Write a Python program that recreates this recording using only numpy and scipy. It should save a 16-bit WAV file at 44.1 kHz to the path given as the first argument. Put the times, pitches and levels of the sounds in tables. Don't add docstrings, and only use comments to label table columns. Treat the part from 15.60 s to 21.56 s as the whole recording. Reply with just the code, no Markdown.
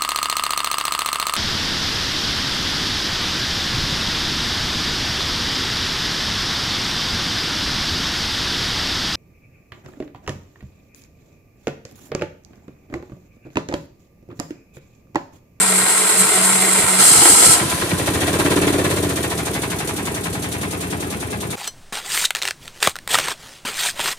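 import sys
import numpy as np
from scipy import signal
from scipy.fft import rfft, irfft, next_fast_len
from scipy.io import wavfile
from scipy.ndimage import map_coordinates

SR = 44100
rng = np.random.default_rng(int(sys.argv[2]) if len(sys.argv) > 2 else 0)


def materialize(psi):
    bounded = np.clip(np.atleast_2d(psi).T, -1, 1)
    quanta = np.round(bounded * 32767).astype(np.int16)
    wavfile.write(sys.argv[1], SR, quanta)


N = 262687
TIME = np.arange(N) / SR


def amp(db):
    return 10 ** (np.asarray(db) / 20)


def unit(x):
    return x / np.sqrt(np.mean(x ** 2) + 1e-20)


def along(points, hz):
    f, v = np.transpose(points)
    return np.interp(np.log(hz + 1), np.log(f + 1), v)


def curves(rows, at=TIME):
    s, *columns = np.transpose(rows)
    return [np.interp(at, s, column) for column in columns]


def wobble(rate):
    knots = rng.standard_normal(int(N * rate / SR) + 4)
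    return map_coordinates(knots, [TIME * rate])


def filtered(x, response):
    m = next_fast_len(N + SR // 2)
    return irfft(rfft(x, m) * response(np.fft.rfftfreq(m, 1 / SR)), m)[..., :N]


def low_pass(hz, corner_hz):
    return 1 / (1 + (hz / corner_hz) ** 4)


def high_pass(hz, corner_hz):
    return 1 / (1 + (corner_hz / (hz + 1)) ** 4)


# freq_hz [Hz], side_over_mid_db [dB]
STEREO_WIDTH = [(60, -34), (110, -22), (200, -13.5), (380, -9.5), (700, -8), (1290, -1.5), (2380, -2.5),
                (4400, 0.5), (8120, 1), (15000, -0.5)]


def ringing(spectrum, modes=(), width_hz=40, ripple_db=0):
    def colour(hz):
        lift_db = sum(np.minimum(db, 7) / (1 + (2 * (hz - f) / width_hz) ** 2) for f, db in modes)
        knots = np.arange(0, SR / 2, 24)
        ripple = np.array([np.interp(hz, knots, row) for row in rng.uniform(-1, 1, (2, len(knots)))])
        widths = np.array([np.ones_like(hz), amp(along(STEREO_WIDTH, hz))])
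        return amp(along(spectrum, hz) + lift_db + ripple_db * ripple) * widths
    mid, side = filtered(rng.standard_normal((2, N)), colour)
    return unit(np.array([mid + side, mid - side]))


def shifting(spectrum, modes, width_hz, ripple_db, rate):
    angle = wobble(rate)
    one, other = (ringing(spectrum, modes, width_hz, ripple_db) for _ in range(2))
    return np.cos(angle + np.pi / 4) * one + np.sin(angle + np.pi / 4) * other


def handover(before, after, span):
    share = np.interp(TIME, span, [0, 1])
    return np.sqrt(1 - share) * before + np.sqrt(share) * after


def shaken(blows, rise_s, fall_s):
    t = np.arange(SR // 4) / SR
    shape = (1 - np.exp(-t / rise_s)) * np.exp(-t / fall_s)
    return np.abs(signal.fftconvolve(blows, shape / shape.max())[:N])


def struck(blows, modes):
    hz = np.fft.rfftfreq(SR // 2, 1 / SR)
    response = sum((-1) ** k * amp(db) * 1j * hz * w / (f * f - hz * hz + 1j * hz * w)
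                   for k, (f, w, db) in enumerate(modes))
    ring = irfft(response)
    return signal.fftconvolve(blows, ring / np.linalg.norm(ring) * np.sqrt(SR / 10))[:N]


def blows_at(rows):
    when, db = np.transpose(rows)
    return np.bincount((when * SR).astype(int), amp(db), N)


# start_s [s], firing_rate [firings per second]
SPEED = [(2.098, 9.29), (2.418, 12.31), (2.716, 16.7), (3.024, 18.43), (3.843, 12.49), (4.376, 11.09),
         (5.64, 9.83), (5.9, 10.12)]
# start_s [s], strength_db [dB]
FIRST_FIRINGS = [(1.121, -1.5), (1.401, -7), (1.643, 2), (1.819, 1), (1.976, 0.5)]


def cycles():
    caught = TIME[TIME >= SPEED[0][0]]
    turns = np.cumsum(curves(SPEED, caught)[0]) / SR
    steady = np.interp(np.arange(turns[-1]), turns, caught)
    start = np.append(np.transpose(FIRST_FIRINGS)[0], steady)
    return start, np.append(np.diff(start), start[-1] - start[-2])


# start_s [s], throttle [0-1]
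THROTTLE = [(2.2, 0.95), (2.8, 1), (3.1, 1), (3.6, 0.39)]
# start_s [s], screening [0-1]
SCREENING = [(3.9, 0.09), (5.8, 0.98)]
REFERENCE_RATE = 10


def loudness(law, at=TIME):
    base_db, speed_db, throttle_db, screened_db, _ = law
    doublings = np.log2(curves(SPEED, at)[0] / REFERENCE_RATE)
    engine_db = base_db + speed_db * doublings + throttle_db * curves(THROTTLE, at)[0]
    return engine_db + screened_db * curves(SCREENING, at)[0]


def beats(law):
    start = cycles()[0]
    first_db = np.pad(np.transpose(FIRST_FIRINGS)[1], (0, len(start) - len(FIRST_FIRINGS)))
    return start, loudness(law, start) + first_db + law[-1] * rng.standard_normal(len(start))


def strokes(share, db, scatter_s=0):
    start, length = cycles()
    when = start + share * length + scatter_s * rng.standard_normal(len(start))
    samples = np.maximum(when * SR, 0).astype(int)
    return np.bincount(samples, amp(db) * np.ones(len(start)), N)[:N]


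def cluster(share, db, spread_s, fall_s, count):
    length = cycles()[1]
    power = 0
    for _ in range(count):
        delay = rng.exponential(spread_s, len(db)) / length
        power = power + strokes(share + delay, db + rng.uniform(-3, 2, len(db))) ** 2
    return np.sqrt(shaken(power, rise_s=0.0002, fall_s=fall_s / 2))


def running():
    return np.interp(TIME, [1.1, 2.05], [0, 1]) ** 2


# start_s [s], knock_lift_db [dB], valve_lift_db [dB]
ACCENTS = [(2.1, 1, 4.5), (2.2, 1, -1), (2.29, -1, -1.5), (2.38, -3, 1), (2.46, 1.5, 0.5), (2.535, -2, 0),
           (2.61, 1, .5), (2.73, -.5, 0), (2.79, 1.5, 2), (3.13, -0.5, -1.5), (3.19, 0, -2),
           (3.3, -0.5, 0.5), (3.49, -2.5, .5), (3.55, 0, 1), (4.02, 1, -0.5), (4.1, 2, 0), (4.19, 0.5, -.5),
           (4.36, 0.5, -0.5), (4.64, 0.5, .5), (4.82, 1, 0.5), (4.92, -0.5, 1), (5.01, 0, 0.5),
           (5.11, -0.5, 0), (5.21, -2, 0.5), (5.3, 2, -0.5), (5.4, 0, -0.5), (5.5, -.5, 0.5),
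           (5.6, 1.5, -1), (5.81, 1.5, 1), (5.9, 1.5, 2)]


def accents(start):
    s, *lifts = np.transpose(ACCENTS)
    return np.array(lifts) @ (np.abs(start - s[:, None]) < 0.025)


# [dB per Hz, relative]
AIR = [(20, -4), (60, -5), (130, 0), (300, -3), (1000, -16), (5000, -32), (15000, -38)]


def outdoor_rumble():
    return amp(-49) * ringing(AIR)


# [dB per Hz, relative]
MOUNTS = [(25, -29), (50, -9), (75, 4.5), (125, -11), (170, 3), (240, -6), (320, 6.5), (450, -17),
          (1200, -75)]
# base_db [dB at the reference rate, throttle 0],
# speed_db [dB per doubling], throttle_db [dB at full], screened_db [dB], scatter_db [dB per cycle]
PIPE_LAW = (-32.5, 0.5, 5, 0, 0)


def lurches():
    start, db = beats(PIPE_LAW)
    uneven_db = np.interp(start, [1.2, 1.8, 1.97, 2.12, 2.22, 2.31, 2.55, 2.8], [-7, -2, 2, 1, 0, 2, -3, -44])
    heave = shaken(strokes(0.25, db + uneven_db - 0.5), rise_s=0.011, fall_s=0.065)
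    return heave * ringing(MOUNTS)


TIMING = [(2.1, 0.12, 0.48, 0.51, 0.3), (2.5, 0.13, 0.36, 0.63, .25), (3.0, 0.077, 0.344, 0.6, 0.012),
          (3.6, 0.12, 0.43, 0.71, .16), (4.3, 0.15, 0.452, .74, .22), (5.9, 0.2, 0.45, 0.69, .19)]
# [dB per Hz, relative]
PIPE = [(16, -49), (28, -35), (86, 3.5), (184, 3.5), (210, 9.5), (270, -41), (460, -120)]
# [dB, relative]
EXHAUST = [(85.5, 30, -2), (138, 65, -4), (206, 59, -9.5)]
# [dB, relative]
INTAKE = [(86, 31, 8), (132.7, 12, 6.5), (173, 49, -0.5)]


def pipes():
    start, db = beats(PIPE_LAW)
    exhaust_share = curves(TIMING, start)[1]
    slow_db = np.interp(start, [1.9, 2.4], [-8, 0])
    load_db = np.interp(start, [3.6, 4.2], [1.5, 0])
    exhaust_db = db + slow_db + load_db - 3.5
    intake_db = db + 2 * slow_db - load_db - 5.5
    exhaust = struck(strokes(exhaust_share, exhaust_db, scatter_s=0.00035), EXHAUST)
    intake = struck(strokes(exhaust_share + 0.356, intake_db, scatter_s=0.00037), INTAKE)
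    flow = np.interp(TIME, [1.2, 2.6, 2.9], [0, 0.4, 1])
    boom = flow * amp(loudness(PIPE_LAW) - 3 - 5 * curves(THROTTLE)[0]) * ringing(PIPE)
    muffled = filtered(exhaust + intake, lambda hz: low_pass(hz, 300) * high_pass(hz, 45))
    return boom + muffled


# base_db [dB at the reference rate, throttle 0],
# speed_db [dB per doubling], throttle_db [dB at full], screened_db [dB], scatter_db [dB per cycle]
PANEL_LAW = (-27.5, 5, 6.5, -0.6, 0.3)
# start_s [s], bay_force_db [dB], thud_db [dB], bark_db [dB]
DRUMMING = [(2.2, -12, -13, -14), (2.6, -5, -11, -13), (2.85, -.5, -7.5, -10), (3.15, -.5, -10.5, -9),
            (3.5, -4, -10, -8), (4.0, -6.5, -12, -9), (5.0, -3, -14, -12.5)]
# cycle_share [share of the cycle], level_db [dB]
BAY_BLOWS = [(-0.03, -11.5), (0.11, -15), (0.28, -13), (0.42, -14.5)]
# [dB, relative]
BAY = [(96, 20, -5), (140, 30, -2.5), (183, 22, 0), (290, 22, 2.5), (340, 55, -3), (424, 55, -1.5),
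       (490, 60, -7.5), (585, 70, -9), (668, 50, -12.5)]
# [dB, relative]
CRANKCASE = [(187, 13, -6), (291, 11, 0), (380, 70, -7)]
# [dB, relative]
COVER = [(290, 38, -7), (342, 50, -3.5), (410, 60, -4)]
# [dB per Hz, relative]
RACING_PANELS = [(100, -28), (170, -1), (188, -3), (225, -8.5), (254, -10), (275, 4), (291, 5), (317, -2),
                 (424, -1), (455, 1), (521, -9), (565, -22), (620, -4.5), (810, -13), (1360, -120)]
# [dB per Hz, relative]
IDLE_PANELS = [(100, -38), (170, 2.5), (210, -11), (235, -3), (280, -1.5), (300, -5), (324, -9), (351, -5),
               (424, -3), (470, -14), (507, -5), (547, -16), (620, -12.5), (810, -15), (1360, -120)]


def panels():
    start, db = beats(PANEL_LAW)
    _, _, second_share, thud_share = curves(TIMING, start)
    force_db, thud_db, bark_db = curves(DRUMMING, start)

    def blow(share, level_db):
        return strokes(share, level_db + rng.normal(0, 1, len(db)), scatter_s=0.00015)

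    thud = struck(blow(thud_share, db + thud_db), CRANKCASE)
    bark = struck(blow(second_share - 0.07, db + bark_db), COVER)
    drum = struck(sum(blow(share, db + force_db + level_db) for share, level_db in BAY_BLOWS), BAY)
    direct = drum + filtered(thud + bark, lambda hz: 1 / (1 + 1j * hz / 800) ** 2)
    wall = amp(-13) * filtered(direct, lambda hz: np.exp(-2j * np.pi * hz * 0.00427))
    sheet = handover(ringing(RACING_PANELS), ringing(IDLE_PANELS), [3.3, 4.2])
    throb = shaken(strokes(0.04, db - 10.0), rise_s=0.0065, fall_s=0.024)
    churn = running() * amp(loudness(PANEL_LAW) - 4.5)
    rumble = np.hypot(churn, throb) * amp(-8 * curves(THROTTLE)[0])
    return rumble * sheet + np.array([direct + wall, direct - wall])


OVERRUN_S, OVERRUN_RISE_S, RELEASE_S, RELEASE_DB_PER_S = 1.378, 0.028, 1.934, 178


def meshed(levels, fall_db_per_s):
    cranking_db, more_db = levels
    overrun = np.clip((TIME - OVERRUN_S) / OVERRUN_RISE_S, 0, 1)
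    return cranking_db + more_db * overrun - fall_db_per_s * np.maximum(TIME - RELEASE_S, 0)


# start_s [s], level_db [dB]
HUM = [(0.0, -30.5), (0.22, -30.5), (0.288, -41.5), (0.458, -33), (0.518, -53), (0.614, -23), (0.676, -40),
       (0.7, -54), (0.784, -29), (1.198, -30.5), (1.244, -57), (1.274, -32), (1.402, -27), (1.5, -57)]
HUM_HZ, HUM_TRIM_DB = 188.3, 0.8
# start_s [s], level_db [dB before filtering]
JOLTS = [(1.186, -39), (1.235, -35), (1.51, -35), (1.553, -36), (1.578, -32), (1.722, -41), (1.862, -35),
         (1.886, -35), (2.009, -30), (2.048, -30), (2.328, -33)]
# [dB, relative]
FRAME_MODES = [(78.4, 22, -1.5), (130, 21, 1), (172, 33, 0), (302, 50, -11)]
# [dB per Hz, relative]
FRAME = [(30, -30), (60, -8.5), (100, -7), (130, 7), (165, 3.5), (210, 5.5), (300, -38), (600, -70)]


def starter_hum():
    phase = 2 * np.pi * np.cumsum(HUM_HZ * (1 + 0.016 * wobble(25))) / SR
    loaded = np.interp(TIME, [1.43, 1.55], [1, 0])
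    hum_db = curves(HUM)[0] + HUM_TRIM_DB + wobble(24.0)
    hum = loaded * amp(hum_db) * np.sqrt(2) * np.sin(phase)
    jolts = filtered(struck(blows_at(JOLTS), FRAME_MODES), lambda hz: low_pass(hz, 500) * high_pass(hz, 40))
    shudder_db = meshed((-42.5, 7), RELEASE_DB_PER_S) + 3.2 * wobble(17.54)
    return hum + jolts + amp(shudder_db) * ringing(FRAME)


# hum_multiple [ratio], level_db [dB before wobble]
WHINE = [(2.33, -39), (5.2, -37.5), (5.6, -39), (7.4, -43), (8.4, -42)]


def starter_whine():
    turns = np.cumsum(HUM_HZ * (1 + 0.025 * wobble(14))) / SR
    loaded = np.interp(TIME, [1.36, 1.45], [1, 0])

    def partial(multiple):
        return amp(4 * wobble(18)) * np.sin(2 * np.pi * multiple * turns + wobble(40))

    channels = [sum(amp(db) * partial(multiple) for multiple, db in WHINE) for _ in range(2)]
    return loaded * np.array(channels)


# start_s [s, centre of the snag], length_s [s], lift_db [dB]
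SNAGS = [(0.015, 0.05, 3), (0.1, 0.035, 2.5), (0.18, 0.04, 4), (0.31, 0.05, 3.3), (0.39, 0.05, 2.3),
         (0.505, 0.04, 2.2), (0.602, 0.05, 5.8), (0.68, 0.05, 1.5), (0.765, 0.05, 2), (0.86, 0.055, 5),
         (0.945, 0.04, 2.6), (1.02, 0.03, 2.2), (1.13, 0.04, 2.2), (1.2, 0.05, 2.8), (1.3, 0.04, 2),
         (1.48, 0.09, 3.3), (1.7, 0.1, 3), (1.78, 0.04, 1.5), (1.858, 0.045, 3.3), (1.925, 0.05, 2.3)]
# [dB per Hz, relative]
GEAR = [(5000, -65), (6400, -10), (7250, -9), (7500, 2), (8100, 0), (8800, 3), (9400, -2), (10300, -3),
        (11500, -10.5), (13500, -15), (15500, -25)]
# freq_hz [Hz], lift_db [dB]
GEAR_MODES = [(3924, 4), (4134, 7), (4285, 3), (4860, 7), (5085, 4), (6799, 4), (7160, 3), (7504, 7),
              (7623, 4), (7790, 3), (7887, 3), (8085, 3), (8367, 3), (8452, 3), (8634, 4), (8797, 3),
              (8872, 3), (8965, 3), (9505, 3), (10115, 3), (10265, 3)]
# [dB per Hz, relative]
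SCRAPE = [(1470, -60), (2500, -1), (3300, 4.5), (3700, 1.5), (4150, 6.5), (4520, 4.5), (5090, 6), (5400, 7),
          (5800, 3), (6450, 6), (7500, 4), (9750, -45), (16500, -120)]
# [dB per Hz, relative]
CRANKING = [(140, -59), (230, -12), (257, -21), (280, -11), (313, -6.5), (431, -1), (531, -12.5),
            (707, -3.5), (863, -10), (974, -5.5), (1190, -9), (1400, -8.5), (1750, -9.5), (2040, -7.5),
            (3200, -15.5), (4160, -13.5), (7040, -120)]
# freq_hz [Hz], lift_db [dB]
HOUSING_MODES = [(290, 2), (431, 2), (668, 2), (980, 3), (1324, 3.9), (1389, 5), (1593, 4), (1895, 3.5),
                 (2003, 3), (2110, 3)]
# [dB per Hz, relative]
OVERRUN = [(140, -28), (230, -11), (334, -1.5), (395, -6.5), (455, -2.5), (525, -12), (700, -2.5),
           (892, -5.5), (974, -2), (1160, -8.5), (1370, -3), (1770, -12), (1930, -5.5), (2430, -13.5),
           (3200, -11), (4160, -40), (7040, -120)]
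# freq_hz [Hz], lift_db [dB]
OVERRUN_MODES = [(715, 3), (1330, 4.5), (1440, 1.5)]
# start_s [s], level_db [dB before rasp]
CLASHES = [(1.19, -27), (1.412, -18.5), (1.545, -25), (1.598, -22), (1.652, -15), (1.812, -21)]
# [dB per Hz, relative]
PINION = [(5000, -9), (7500, -14), (8800, -7), (9300, -5), (9500, 2), (9750, -6), (10400, -9), (11200, -11),
          (13000, -16), (15500, -28)]
GEAR_DB, SCRAPE_DB, HOUSING_DB = (-17, 6), (-27, 9), (-21, 1.34)
SCRAPE_SNAG = 0.4
COAST_DB, COAST_HOLD_S, COAST_DB_PER_S = -26, 0.22, 33


def starter():
    snag_db = sum(db * np.exp(-(2 * (TIME - s) / length) ** 2) for s, length, db in SNAGS)
    chatter = wobble(220)
    gear_db = meshed(GEAR_DB, RELEASE_DB_PER_S) + snag_db + 0.87 * chatter + 0.6 * wobble(60)
    scrape_db = meshed(SCRAPE_DB, RELEASE_DB_PER_S) + SCRAPE_SNAG * snag_db + chatter + 0.7 * wobble(60)
    gear = amp(gear_db) * ringing(GEAR, GEAR_MODES, width_hz=23, ripple_db=1.5)
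    scrape = amp(scrape_db) * ringing(SCRAPE, GEAR_MODES, width_hz=55, ripple_db=4)
    cranking = shifting(CRANKING, HOUSING_MODES, width_hz=28, ripple_db=8, rate=22)
    overrun = shifting(OVERRUN, OVERRUN_MODES, width_hz=47, ripple_db=7, rate=20)
    rasp_db = chatter + np.interp(TIME, [1.35, 1.5], [1.1, 1.7]) * wobble(130)
    clashes = shaken(blows_at(CLASHES), rise_s=0.0055, fall_s=0.019)
    rattle = np.hypot(amp(meshed(HOUSING_DB, fall_db_per_s=80)), clashes) * amp(rasp_db)
    housing = rattle * handover(cranking, overrun, [1.35, 1.55])
    free_s = TIME - RELEASE_S
    coast_db = COAST_DB - COAST_DB_PER_S * np.maximum(free_s - COAST_HOLD_S, 0)
    coasting = np.clip(free_s / 0.018 + 1, 0, 1) * amp(coast_db)
    return gear + scrape + housing + coasting * ringing(PINION, ripple_db=5)


# base_db [dB at the reference rate, throttle 0],
# speed_db [dB per doubling], throttle_db [dB at full], screened_db [dB], scatter_db [dB per cycle]
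VALVE_LAW = (-26, -2.5, 3, -5.5, 0.5)
# [dB per Hz, relative]
VALVES = [(2180, -10), (3700, -4), (5270, -9), (6230, -5.5), (7190, -6.5), (9530, -2.5), (15500, -18)]
# freq_hz [Hz], lift_db [dB]
VALVE_MODES = [(3499, 2), (3790, 2), (4600, -2), (5028, -2), (6245, 1.5), (8064, 3), (9500, 2.5), (9970, 2),
               (10271, 2)]


def valve_gear():
    start, db = beats(VALVE_LAW)
    gentle_db = np.interp(start, [2.2, 2.55], [-4, 0])
    db = db + accents(start)[1] + gentle_db
    second_share = curves(TIMING, start)[2]
    first = shaken(strokes(-0.05, db + 0.5), rise_s=0.0099, fall_s=0.023)
    taps = cluster(0.01, db - 2, spread_s=0.008, fall_s=0.0025, count=3)
    second = shaken(strokes(second_share - 0.075, db - 5.5), rise_s=0.003, fall_s=0.016)
    churn = running() * amp(loudness(VALVE_LAW) - 12.5 + 5.5 * curves(THROTTLE)[0])
    grain = amp(0.44 * wobble(500))
    steel = ringing(VALVES, VALVE_MODES, width_hz=59, ripple_db=4.0)
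    second_steel = ringing(VALVES, VALVE_MODES, width_hz=52, ripple_db=4)
    bright = unit(filtered(second_steel, lambda hz: high_pass(hz, 7000)))
    return grain * (np.sqrt(first ** 2 + taps ** 2 + churn ** 2) * steel + second * bright)


# base_db [dB at the reference rate, throttle 0],
# speed_db [dB per doubling], throttle_db [dB at full], screened_db [dB], scatter_db [dB per cycle]
KNOCK_LAW = (-27, 0.35, 5, -4, -0.6)
# [dB per Hz, relative]
RACING_KNOCK = [(290, -31), (480, -4), (580, -3.5), (661, -0.5), (889, -8), (1020, -3), (1150, -8),
                (1550, -8.5), (1770, -9), (1900, -7.5), (2130, -11), (2310, -9.5), (2860, -15),
                (4000, -17.5), (4600, -20.5), (5980, -36), (10100, -120)]
# [dB, held to 7]
RACING_MODES = [(668, 3), (1001, 6), (1507, -2), (1593, 6.5), (1916, 5), (2340, 6), (2659, 7.5), (3219, 7),
                (3488, 5.5), (4037, 5), (4264, 5)]
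# [dB per Hz, relative]
IDLE_KNOCK = [(290, -30), (500, -20), (655, -5.5), (705, -9), (800, -9), (846, -4), (890, -16), (1000, -5),
              (1170, -11.5), (1320, -11), (1450, -11), (1640, -11), (2400, -11), (2900, -18), (3600, -20.5),
              (4300, -25), (5590, -30), (9460, -120)]
# [dB, held to 7]
IDLE_MODES = [(770, 4.5), (846, 5.5), (960, 3.5), (1505, 4), (1643, 2), (1927, 4), (2048, 3), (2333, 3.5),
              (2670, 9), (3262, 7), (3661, 1), (3779, -2), (4102, 9)]
# [dB, relative]
SHIELD = [(846, 12, 0), (1046, 25, -17)]


def combustion():
    start, db = beats(KNOCK_LAW)
    db = db + accents(start)[0]
    knock_share = curves(TIMING, start)[0]
    throttle = curves(THROTTLE)[0]
    knock = shaken(strokes(knock_share, db - 0.4), rise_s=0.0051, fall_s=0.021)
    cracks = cluster(knock_share + 0.03, db - 2.4, spread_s=0.012, fall_s=0.0016, count=5)
    slap_db = db - 4.5 + rng.normal(0, 1.0, len(db))
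    slap = shaken(strokes(knock_share + 0.16, slap_db, scatter_s=0.003), rise_s=0.0012, fall_s=0.022)
    churn = running() * amp(loudness(KNOCK_LAW) - 11.5 + 5 * throttle)
    grain = amp((0.8 + 0.6 * throttle) * wobble(300))
    racing = shifting(RACING_KNOCK, RACING_MODES, width_hz=36, ripple_db=7, rate=16)
    idling = shifting(IDLE_KNOCK, IDLE_MODES, width_hz=30, ripple_db=7, rate=8)
    force = np.sqrt(knock ** 2 + cracks ** 2 + slap ** 2 + churn ** 2)
    block = force * grain * handover(racing, idling, [3.4, 4.1])
    treble = filtered(block, lambda hz: high_pass(hz, 1500))
    block = block + treble * (amp(0.9 * wobble(14)) - 1)
    loose = np.interp(TIME, [3.6, 4.2], [0, 1])
    shield_db = db - 19.5 + rng.normal(0, 1.0, len(db))
    shield = struck(strokes(knock_share + 0.06, shield_db, scatter_s=0.00026), SHIELD)
    return block + loose * shield


# start_s [s], left_over_right_db [dB], left_lead_ms [ms]
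PAN = [(0, 0.6, 0.062), (1.3, -0.7, 0.049), (2.3, .4, 0.067), (3.3, 0.7, 0.086), (4.3, 0.5, .12),
       (5.2, 1.1, 0.29), (5.9, 1.4, 0.27)]


def turned(bay):
    pan_db, lead_ms = curves(PAN)
    lead = lead_ms * SR / 1000
    heard = []
    for side, sign in zip(bay, (1, -1)):
        moved = map_coordinates(side, [np.arange(N) + sign * lead / 2], order=3)
        heard.append(amp(sign * pan_db / 2) * moved)
    return np.array(heard)


def scene():
    bay = lurches() + pipes() + panels() + starter_hum() + starter_whine() + starter() + valve_gear() + combustion()
    return outdoor_rumble() + turned(bay)


def record(dry):
    held = dry / (1 + np.abs(dry) ** 8) ** (1 / 8)
    return filtered(held, lambda hz: hz < 15600)


dry = scene()
out = record(dry)
materialize(out)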